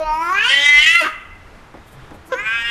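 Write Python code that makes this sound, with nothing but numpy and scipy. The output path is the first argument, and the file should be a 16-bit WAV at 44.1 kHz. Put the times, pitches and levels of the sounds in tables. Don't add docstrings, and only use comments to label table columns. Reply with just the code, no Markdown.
import sys
import numpy as np
from scipy import signal
from scipy.fft import rfft, irfft
from scipy.io import wavfile
from scipy.ndimage import uniform_filter1d

SR = 44100
rng = np.random.default_rng(int(sys.argv[2]) if len(sys.argv) > 2 else 0)


def master(y):
    cut = np.clip(np.atleast_2d(y).T, -1, 1)
    pcm = np.round(cut * 32767)
    wavfile.write(sys.argv[1], SR, pcm.astype(np.int16))


def rack_gain(trim_db):
    fader = np.asarray(trim_db, float)
    return 10 ** (fader / 20)


N = 119070
TIME_S = np.arange(N) / SR


def noise():
    return rng.standard_normal(N)


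def band(x, lo_hz, hi_hz):
    sos = signal.butter(2, [lo_hz, hi_hz], "band", fs=SR, output="sos")
    y = signal.sosfilt(sos, x)
    return y / y.std()


def colour(x, points):
    point_hz, point_db = np.array(points, float).T
    hz = np.maximum(np.arange(N // 2 + 1) * SR / N, 1)
    gain = rack_gain(np.interp(np.log(hz), np.log(point_hz), point_db))
    return irfft(rfft(x) * gain, N)


def walk(rate_hz, size=N):
    hold = int(SR / rate_hz)
    steps = np.repeat(rng.standard_normal(size // hold + 1), hold)
    return 1.46 * uniform_filter1d(uniform_filter1d(steps, hold), hold)[:size]


def bell(centre_s, length_s):
    return np.exp(-((TIME_S - centre_s) / length_s) ** 2)


def gate(start_s, end_s, rise_s, fall_s):
    fade_in = np.clip((TIME_S - start_s) / rise_s, 0, 1)
    return fade_in * np.exp(-np.maximum(TIME_S - end_s, 0) / fall_s)


def table(rows):
    time_s, *columns = np.array(rows, float).T
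    return [np.interp(TIME_S, time_s, c) for c in columns]


def hump(hz, centre_hz, width_hz):
    return 1 / (1 + ((hz - centre_hz ** 2 / hz) / width_hz) ** 2)


# (frequency [Hz], level [dB per Hz])
HUSH_SPECTRUM = [(20, 2), (141, -8), (600, -13), (1300, -13), (2200, -19), (3500, -27.5), (13000, -43)]
# (time [s], length [s], level [dB], frequency [Hz])
RUMBLES = [
    (0, 0.14, -30, 34),
    (0.77, 0.058, -37.5, 35.4),
    (1.198, 0.045, -53, 33.4),
    (1.328, 0.055, -47, 33.2),
    (1.386, 0.083, -38.5, 79.1),
    (1.78, 0.06, -44, 32.8),
    (1.972, 0.13, -46, 128),
    (2.34, 0.097, -49, 312),
    (2.455, 0.046, -45, 130),
]


def room_tone():
    hush = colour(noise(), HUSH_SPECTRUM)
    hush_gain = rack_gain(-44.5 + 1.17 * walk(8.6))
    low = 0
    for time_s, length_s, db, hz in RUMBLES:
        low = low + rack_gain(db) * bell(time_s, length_s) * band(noise(), hz * 0.893, hz * 1.112)
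    fur = rack_gain(-59.5) * bell(2, 0.24) * band(noise(), 3050, 3800)
    return hush_gain * hush / hush.std() + low + fur


# (time [s], peak level [dB], pitch [Hz])
THUMPS = [
    (1.741, -33, 320),
    (1.77, -42, 550),
    (1.8, -38, 90),
    (1.93, -43, 600),
    (2.109, -31, 300),
    (2.145, -39, 600),
    (2.17, -38, 85),
]


def paw_thumps():
    turns, knock_db, knock_s = 3.4, -2, 0.018
    knock = band(noise(), 92, 840)
    out = np.zeros(N)
    for time_s, db, hz in THUMPS:
        since_s = np.maximum(TIME_S - time_s, 0)
        ring = np.sin(2 * np.pi * hz * since_s) * np.exp(-since_s * hz / turns)
        knock_gain = rack_gain(knock_db) * min(hz / 300, 1) ** 2
        contact = knock_gain * knock * np.exp(-since_s / knock_s)
        out += rack_gain(db) * (TIME_S > time_s) * (ring + contact)
    return out


# (time [s], level [dB])
SMACKS = [
    (1.882, -54),
    (1.931, -51),
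    (2.149, -55.5),
    (2.277, -47.5),
]


def lip_smacks():
    length_s, centre_hz = 0.019, 10870
    hiss = band(noise(), centre_hz * 0.62, centre_hz * 1.9)
    return sum(rack_gain(db) * hiss * bell(time_s, length_s) for time_s, db in SMACKS)


def cough():
    start_s, hold_s, centre_hz = 1.035, 0.035, 1480
    air = band(noise(), centre_hz * 0.78, centre_hz * 1.21)
    air = air + 0.3 * band(noise(), 1600, 2930)
    air = air + 0.0193 * band(noise(), 12000, 13000)
    air = air + 0.2 * band(noise(), 280, 384)
    return rack_gain(-20) * air * gate(start_s, start_s + hold_s, 0.013, 0.014)


# (multiple of the pitch [1], level [dB])
CHIRP_PARTIALS = [(1, -0.5), (2, -5), (3, -6.5), (4, -20), (5, -27)]


def chirp():
    start_s, hold_s, rise_s, fall_s = 2.319, 0.025, 0.0038, 0.0039
    pitch_hz, sag_hz_per_s = 532, 1120
    since_s = np.maximum(TIME_S - start_s, 0)
    phase = 2 * np.pi * (pitch_hz * since_s - sag_hz_per_s * since_s ** 2 / 2)
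    tone = -sum(rack_gain(db) * np.cos(k * phase) for k, db in CHIRP_PARTIALS)
    puff = rack_gain(-22) * (band(noise(), 2650, 3800) + 0.28 * band(noise(), 5000, 6900))
    return rack_gain(-15.5) * (tone + puff) * gate(start_s, start_s + hold_s, rise_s, fall_s)


# (time of return [s], level [dB])
CATCHES = [
    (.66, -5),
    (0.861, -9.5),
    (0.945, -2.5),
]
# (time [s], level [dB], length [s])
SWELLS = [(0.047, -6, 0.0089), (0.328, 4.5, 0.0049), (.384, 3.5, .012), (.424, -0.5, 0.012),
          (0.584, 0, 0.011), (0.66, 4.5, .008), (.69, 3, 0.0083), (0.719, -2.5, 0.019), (0.789, 3, 0.008),
          (0.881, 1, 0.0104), (.956, 4.5, 0.006), (0.97, -1.5, 0.0096), (1.004, -0.5, 0.0084),
          (2.395, 2, 0.0088), (2.473, 1.5, .02), (2.638, -4, 0.0089)]


def effort():
    sink_s = 0.014
    catch_db = np.zeros(N)
    for time_s, db in CATCHES:
        catch_db += db * np.exp(np.minimum(TIME_S - time_s, 0) / sink_s) * (TIME_S < time_s)
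    swell_db = sum(db * bell(time_s, length_s) for time_s, db, length_s in SWELLS)
    return rack_gain(uniform_filter1d(catch_db, size=100) + swell_db)


# (frequency [Hz], level [dB])
TREBLE = [(1760, -35), (3000, -13), (4340, -13.5), (7000, -15), (8460, -21.5), (9330, -19), (10700, -49),
          (13000, -35)]
# (frequency [Hz], level [dB])
BREATH = [(2000, -40), (3200, -14), (5500, -6), (7200, -6), (8200, -14), (9500, -6), (13000, -9)]


def yowl(voice, mouth, skull, start_s, shut, notch_hz, nose_hz, edge):
    first_width_hz, second_width_hz, lower_width_hz, skull_width_hz = 293, 500, 454, 270
    notch_width_hz, notch_depth = 3700, 0.73
    top_partial, air_db, air_hz = 40, -3.5, 10600
    jitter, flicker, pulse_spread_rad = 0.001, 0.16, 1.2
    rasp_db, smear_hz = -3, 2000
    patch_db, patch_hz = 2.5, 2800

    end_s = voice[-1][0]
    a, b = max(int(start_s * SR), 0), min(int((end_s + 0.14) * SR), N)
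    size = b - a
    pitch_hz, level_db = (c[a:b] for c in table(voice))
    first_hz, second_hz, second_db, lower_hz, lower_db, bright_db, half_db, rough = (
        c[a:b] for c in table(mouth))
    skull1_hz, skull1_db, skull2_hz, skull2_db, breath_db = (c[a:b] for c in table(skull))
    second_gain, lower_gain, bright, half = rack_gain(second_db), rack_gain(lower_db), rack_gain(bright_db), rack_gain(half_db)
    skull1_gain, skull2_gain = rack_gain(skull1_db), rack_gain(skull2_db)
    treble_hz, treble_db = np.array(TREBLE, float).T
    knee_hz = np.interp(bright_db, [-34, -26], [4600, 2900])
    notch = np.maximum(shut, np.interp(half_db, [-38, -20], [notch_depth, 0]))
    phase = 2 * np.pi * np.cumsum(pitch_hz * (1 + jitter * walk(59.8, size))) / SR

    tone, power = np.zeros(size), 0
    for k in range(1, 76):
        hz = k * pitch_hz
        pulse_pair = half if k % 2 else 1
        gain = hump(hz, first_hz, first_width_hz)
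        gain = gain + second_gain * hump(hz, second_hz, second_width_hz)
        gain = gain + lower_gain * hump(hz, lower_hz, lower_width_hz)
        gain = gain + bright * np.interp(hz, treble_hz, rack_gain(treble_db)) / (1 + (knee_hz / hz) ** 8)
        rolloff = 1 / (1 + (k / top_partial) ** 16)
        airy_top = rack_gain(air_db) / (1 + (air_hz / hz) ** 16)
        gain = gain * pulse_pair * (hz < 13200) * (rolloff + airy_top)
        gain = gain + edge * np.minimum(half, 1) * hump(hz, 3350, 600)
        gain = gain * (1 - notch * hump(hz, notch_hz, notch_width_hz))
        gain = gain * (1 - shut * hump(hz, nose_hz, 300))
        if k < 50:
            bone = skull1_gain * hump(hz, skull1_hz, skull_width_hz)
            bone = bone + skull2_gain * hump(hz, skull2_hz, skull_width_hz)
            gain = gain + pulse_pair / np.maximum(half, 1) * bone
        gain = gain * rack_gain(patch_db * walk(22, size) / (1 + (patch_hz / hz) ** 6))
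        power = power + gain ** 2 / 2

        angle = k * phase + pulse_spread_rad * rng.standard_normal()
        smeared = np.clip(rough * (1 + (hz / smear_hz) ** 2), 0, 0.9)
        rasp = rack_gain(rasp_db) * smeared
        in_phase = np.sqrt(1 - smeared ** 2) + rasp * walk(250, size)
        across = rasp * walk(250, size)
        partial = in_phase * np.sin(angle) + across * np.cos(angle)
        tone += gain * (1 + flicker * walk(25.46, size)) * partial

    air = colour(noise(), BREATH)
    breath = rack_gain(breath_db + 2 * walk(30, size)) * air[a:b] / air.std()
    out = np.zeros(N)
    out[a:b] = (tone / np.sqrt(power) + breath) * rack_gain(level_db)
    return out * gate(start_s, end_s, rise_s=0.0079, fall_s=0.022)


# (time [s], pitch of a pulse pair [Hz], level [dB])
SECOND_VOICE = [(2.29, 166.9, -46.5), (2.334, 172.3, -27), (2.376, 194, -29), (2.402, 204.5, -23.5),
                (2.442, 214.5, -29), (2.472, 218.5, -18.5), (2.542, 230.7, -20), (2.67, 234.1, -20.5),
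                (2.7, 234.3, -18)]
# (time [s], main resonance [Hz], upper [Hz], upper [dB], lower [Hz], lower [dB],
# brightness [dB], half lines [dB], roughness [0-1])
SECOND_MOUTH = [(2.29, 1100, 1320, -30, 330, 4, -3, -28, 0.17),
                (2.36, 1345, 2000, -14.5, 915, -18, -25, -27, 0.048),
                (2.412, 1430, 2297, 1.5, 420, -23, -40, -31, 0.16),
                (2.471, 1576, 2400, 1, 870, -13.5, -48, 7.5, 0.043),
                (2.562, 1476, 2480, -2, 955, -43, -38, 3.5, 0.018),
                (2.629, 1743, 2740, -7, 987.6, -23, -29, -6.5, 0.014),
                (2.7, 1777, 2800, -10.5, 957, -32, -40, 1.5, 0.02)]
# (time [s], first resonance [Hz], first [dB], second [Hz], second [dB], breath [dB])
SECOND_SKULL = [(2.3, 5600, -35, 6500, -34, -27), (2.38, 5300, -43, 6500, -38, -33.5),
                (2.44, 5080, -42, 7800, -26, -38), (2.55, 5020, -26, 7630, -33, -40),
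                (2.63, 5000, -32, 7860, -46, -32), (2.7, 5280, -34, 7700, -41, -37)]


def second_yowl():
    return yowl(SECOND_VOICE, SECOND_MOUTH, SECOND_SKULL, 2.28, shut=0.8,
                notch_hz=4300, nose_hz=690, edge=rack_gain(-12.5))


# (time [s], pitch of a pulse pair [Hz],
# level [dB])
FIRST_VOICE = [(0.0, 158.5, -20), (0.104, 153.1, -19), (0.174, 158.5, -21), (0.188, 161.4, -22),
               (0.286, 174.3, -19.5), (0.298, 180.5, -17), (0.41, 211.9, -18.5), (0.492, 261, -16),
               (0.53, 276.8, -12.5),
               (0.551, 279.3, -14.5), (0.606, 284, -15.5), (0.68, 290.5, -9.5), (0.776, 291.8, -10),
             (0.8, 296.5, -11.5), (0.906, 331.5, -8.5), (0.981, 346, -15), (1.006, 336.7, -14.5),
             (1.025, 307.3, -18.5), (1.079, 313.2, -26)]
# (time [s], main resonance [Hz], upper [Hz], upper
# [dB], lower [Hz], lower [dB], brightness [dB], half lines [dB], roughness [0-1])
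FIRST_MOUTH = [(0, 590, 2600, -20, 320, -32.5, -27.5, -47, 0.2),
               (0.029, 690, 2700, -19, 320, -46, -32, -55, 0.01),
               (0.069, 965, 2580, -17.5, 326, -36, -33, -49, 0.04),
               (0.199, 968, 2300, -15, 326, -20.5, -33, -54, 0.07),
               (0.243, 1313, 2150, -13.5, 348, -20.5, -20.5, -54, 0.07),
               (0.326, 1130, 2040, -19, 377.2, -29.5, -27, -41, 0.1),
               (0.383, 1640, 2380, -3, 413.3, -20, -31, -16.5, 0.23),
               (0.473, 1580, 2830, 4.5, 962, -15, -14, -37.5, .28),
               (0.52, 1985, 2890, -5.5, 570, -21.5, -19.5, 3, .25),
               (0.601, 1965, 3220, -2, 545, -15, -18.5, -2.5, 0.082),
             (.645, 1990, 3150, -3, 800, -17, -16, 0, .07),
             (0.672, 2020, 3000, -20, 1010, -24, -20, 6.5, 0.02),
             (0.778, 2128, 3080, -12.5, 1093, -20, -22.5, 6, 0.02),
             (0.831, 2022, 2905, 0, 1310, -22, -18.5, 2, 0.21),
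             (0.89, 1990, 2920, -5, 1450, -25.5, -19.5, -11.5, 0.081),
             (.95, 2045, 2850, -4, 1446, -10, -16.5, -6, 0.075),
             (1.001, 1933, 2810, -2, 1350, -3.5, -16.5, -18.5, 0.1),
             (1.024, 1640, 2560, 3, 490, 7, -11, -6.5, 0.056),
             (1.046, 1378, 2900, -16, 400, -17.5, -26, -2, 0.62)]
# (time [s], first resonance [Hz], first [dB], second [Hz], second [dB], breath [dB])
FIRST_SKULL = [(0, 3810, -33, 5700, -46, -38), (.07, 4380, -27, 5530, -36, -40),
               (.16, 5000, -33.5, 5440, -23.5, -28), (.28, 5230, -36, 5840, -42, -26.5),
               (.4, 4500, -39, 6500, -34.5, -34), (.5, 4500, -38, 5600, -21, -34),
               (0.601, 3680, -20, 5795, -26, -31), (.68, 3760, -16, 5800, -21, -42),
               (.82, 4160, -32, 5550, -44, -36.5), (1, 4300, -32.5, 5700, -41, -24)]


def first_yowl():
    return yowl(FIRST_VOICE, FIRST_MOUTH, FIRST_SKULL, -0.1, shut=0,
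                notch_hz=3770, nose_hz=700, edge=0)


def room(x):
    tail_t60_s, top_t60_s, early_s = 0.84, 0.83, 0.051
    panel_hz, panel_t60_s = 2040, 1.2
    early_db, tail_db, panel_db = -11, -19, -41.5
    t = np.arange(SR) / SR

    def unit(h):
        return h / np.sqrt(np.sum(h ** 2))

    def fade(t60_s):
        return np.exp(-np.log(1000) * t / t60_s)

    early = noise()[:SR] * np.exp(-t / early_s) * (t > 0.002)
    diffuse = noise()
    tail = band(diffuse, 930, 3430)[:SR] * fade(tail_t60_s)
    tail = tail + 0.86 * band(diffuse, 3800, 13400)[:SR] * fade(top_t60_s)
    panel = band(noise(), panel_hz - 40, panel_hz + 40)[:SR] * fade(panel_t60_s)
    echoes = rack_gain(early_db) * unit(early) + rack_gain(tail_db) * unit(tail * (t > 0.008))
    echoes = echoes + rack_gain(panel_db) * unit(panel)
    return x + signal.fftconvolve(x, echoes)[:N]


def scene():
    cats = (first_yowl() + second_yowl()) * effort()
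    cats = cats + cough() + chirp() + paw_thumps() + lip_smacks()
    return (room(cats) + room_tone())[None]


# (start [s], end [s], low edge [Hz], high edge [Hz])
DROPOUTS = [(.01, .17, 7300, 8900), (.22, .3, 6300, 7000), (.19, .3, 10500, 11500), (.32, .43, 7900, 8900),
            (.31, .44, 9700, 10400), (.47, .54, 10700, 12100), (.56, .7, 10400, 10900), (.55, .8, 670, 790),
            (.92, 1., 760, 1000), (2.42, 2.57, 9600, 10700), (2.62, 2.69, 9700, 11000)]


def drop_bands(x):
    hz, t, spectrum = signal.stft(x, SR, nperseg=1024)
    keep = np.ones(spectrum.shape[1:])
    for start_s, end_s, lo_hz, hi_hz in DROPOUTS:
        keep[np.ix_((hz > lo_hz) & (hz < hi_hz), (t > start_s) & (t < end_s))] = 0.04
    return signal.istft(spectrum * keep, SR, nperseg=1024)[1][:, :N]


def top_cut(x):
    return signal.sosfilt(signal.butter(12, 13200, fs=SR, output="sos"), x)


def record(dry):
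    ceiling = 0.97
    rounded = dry / (1 + (dry / ceiling) ** 10) ** (1 / 10)
    mix = drop_bands(rounded)
    return top_cut(mix)


dry = scene()
out = record(dry)
master(out)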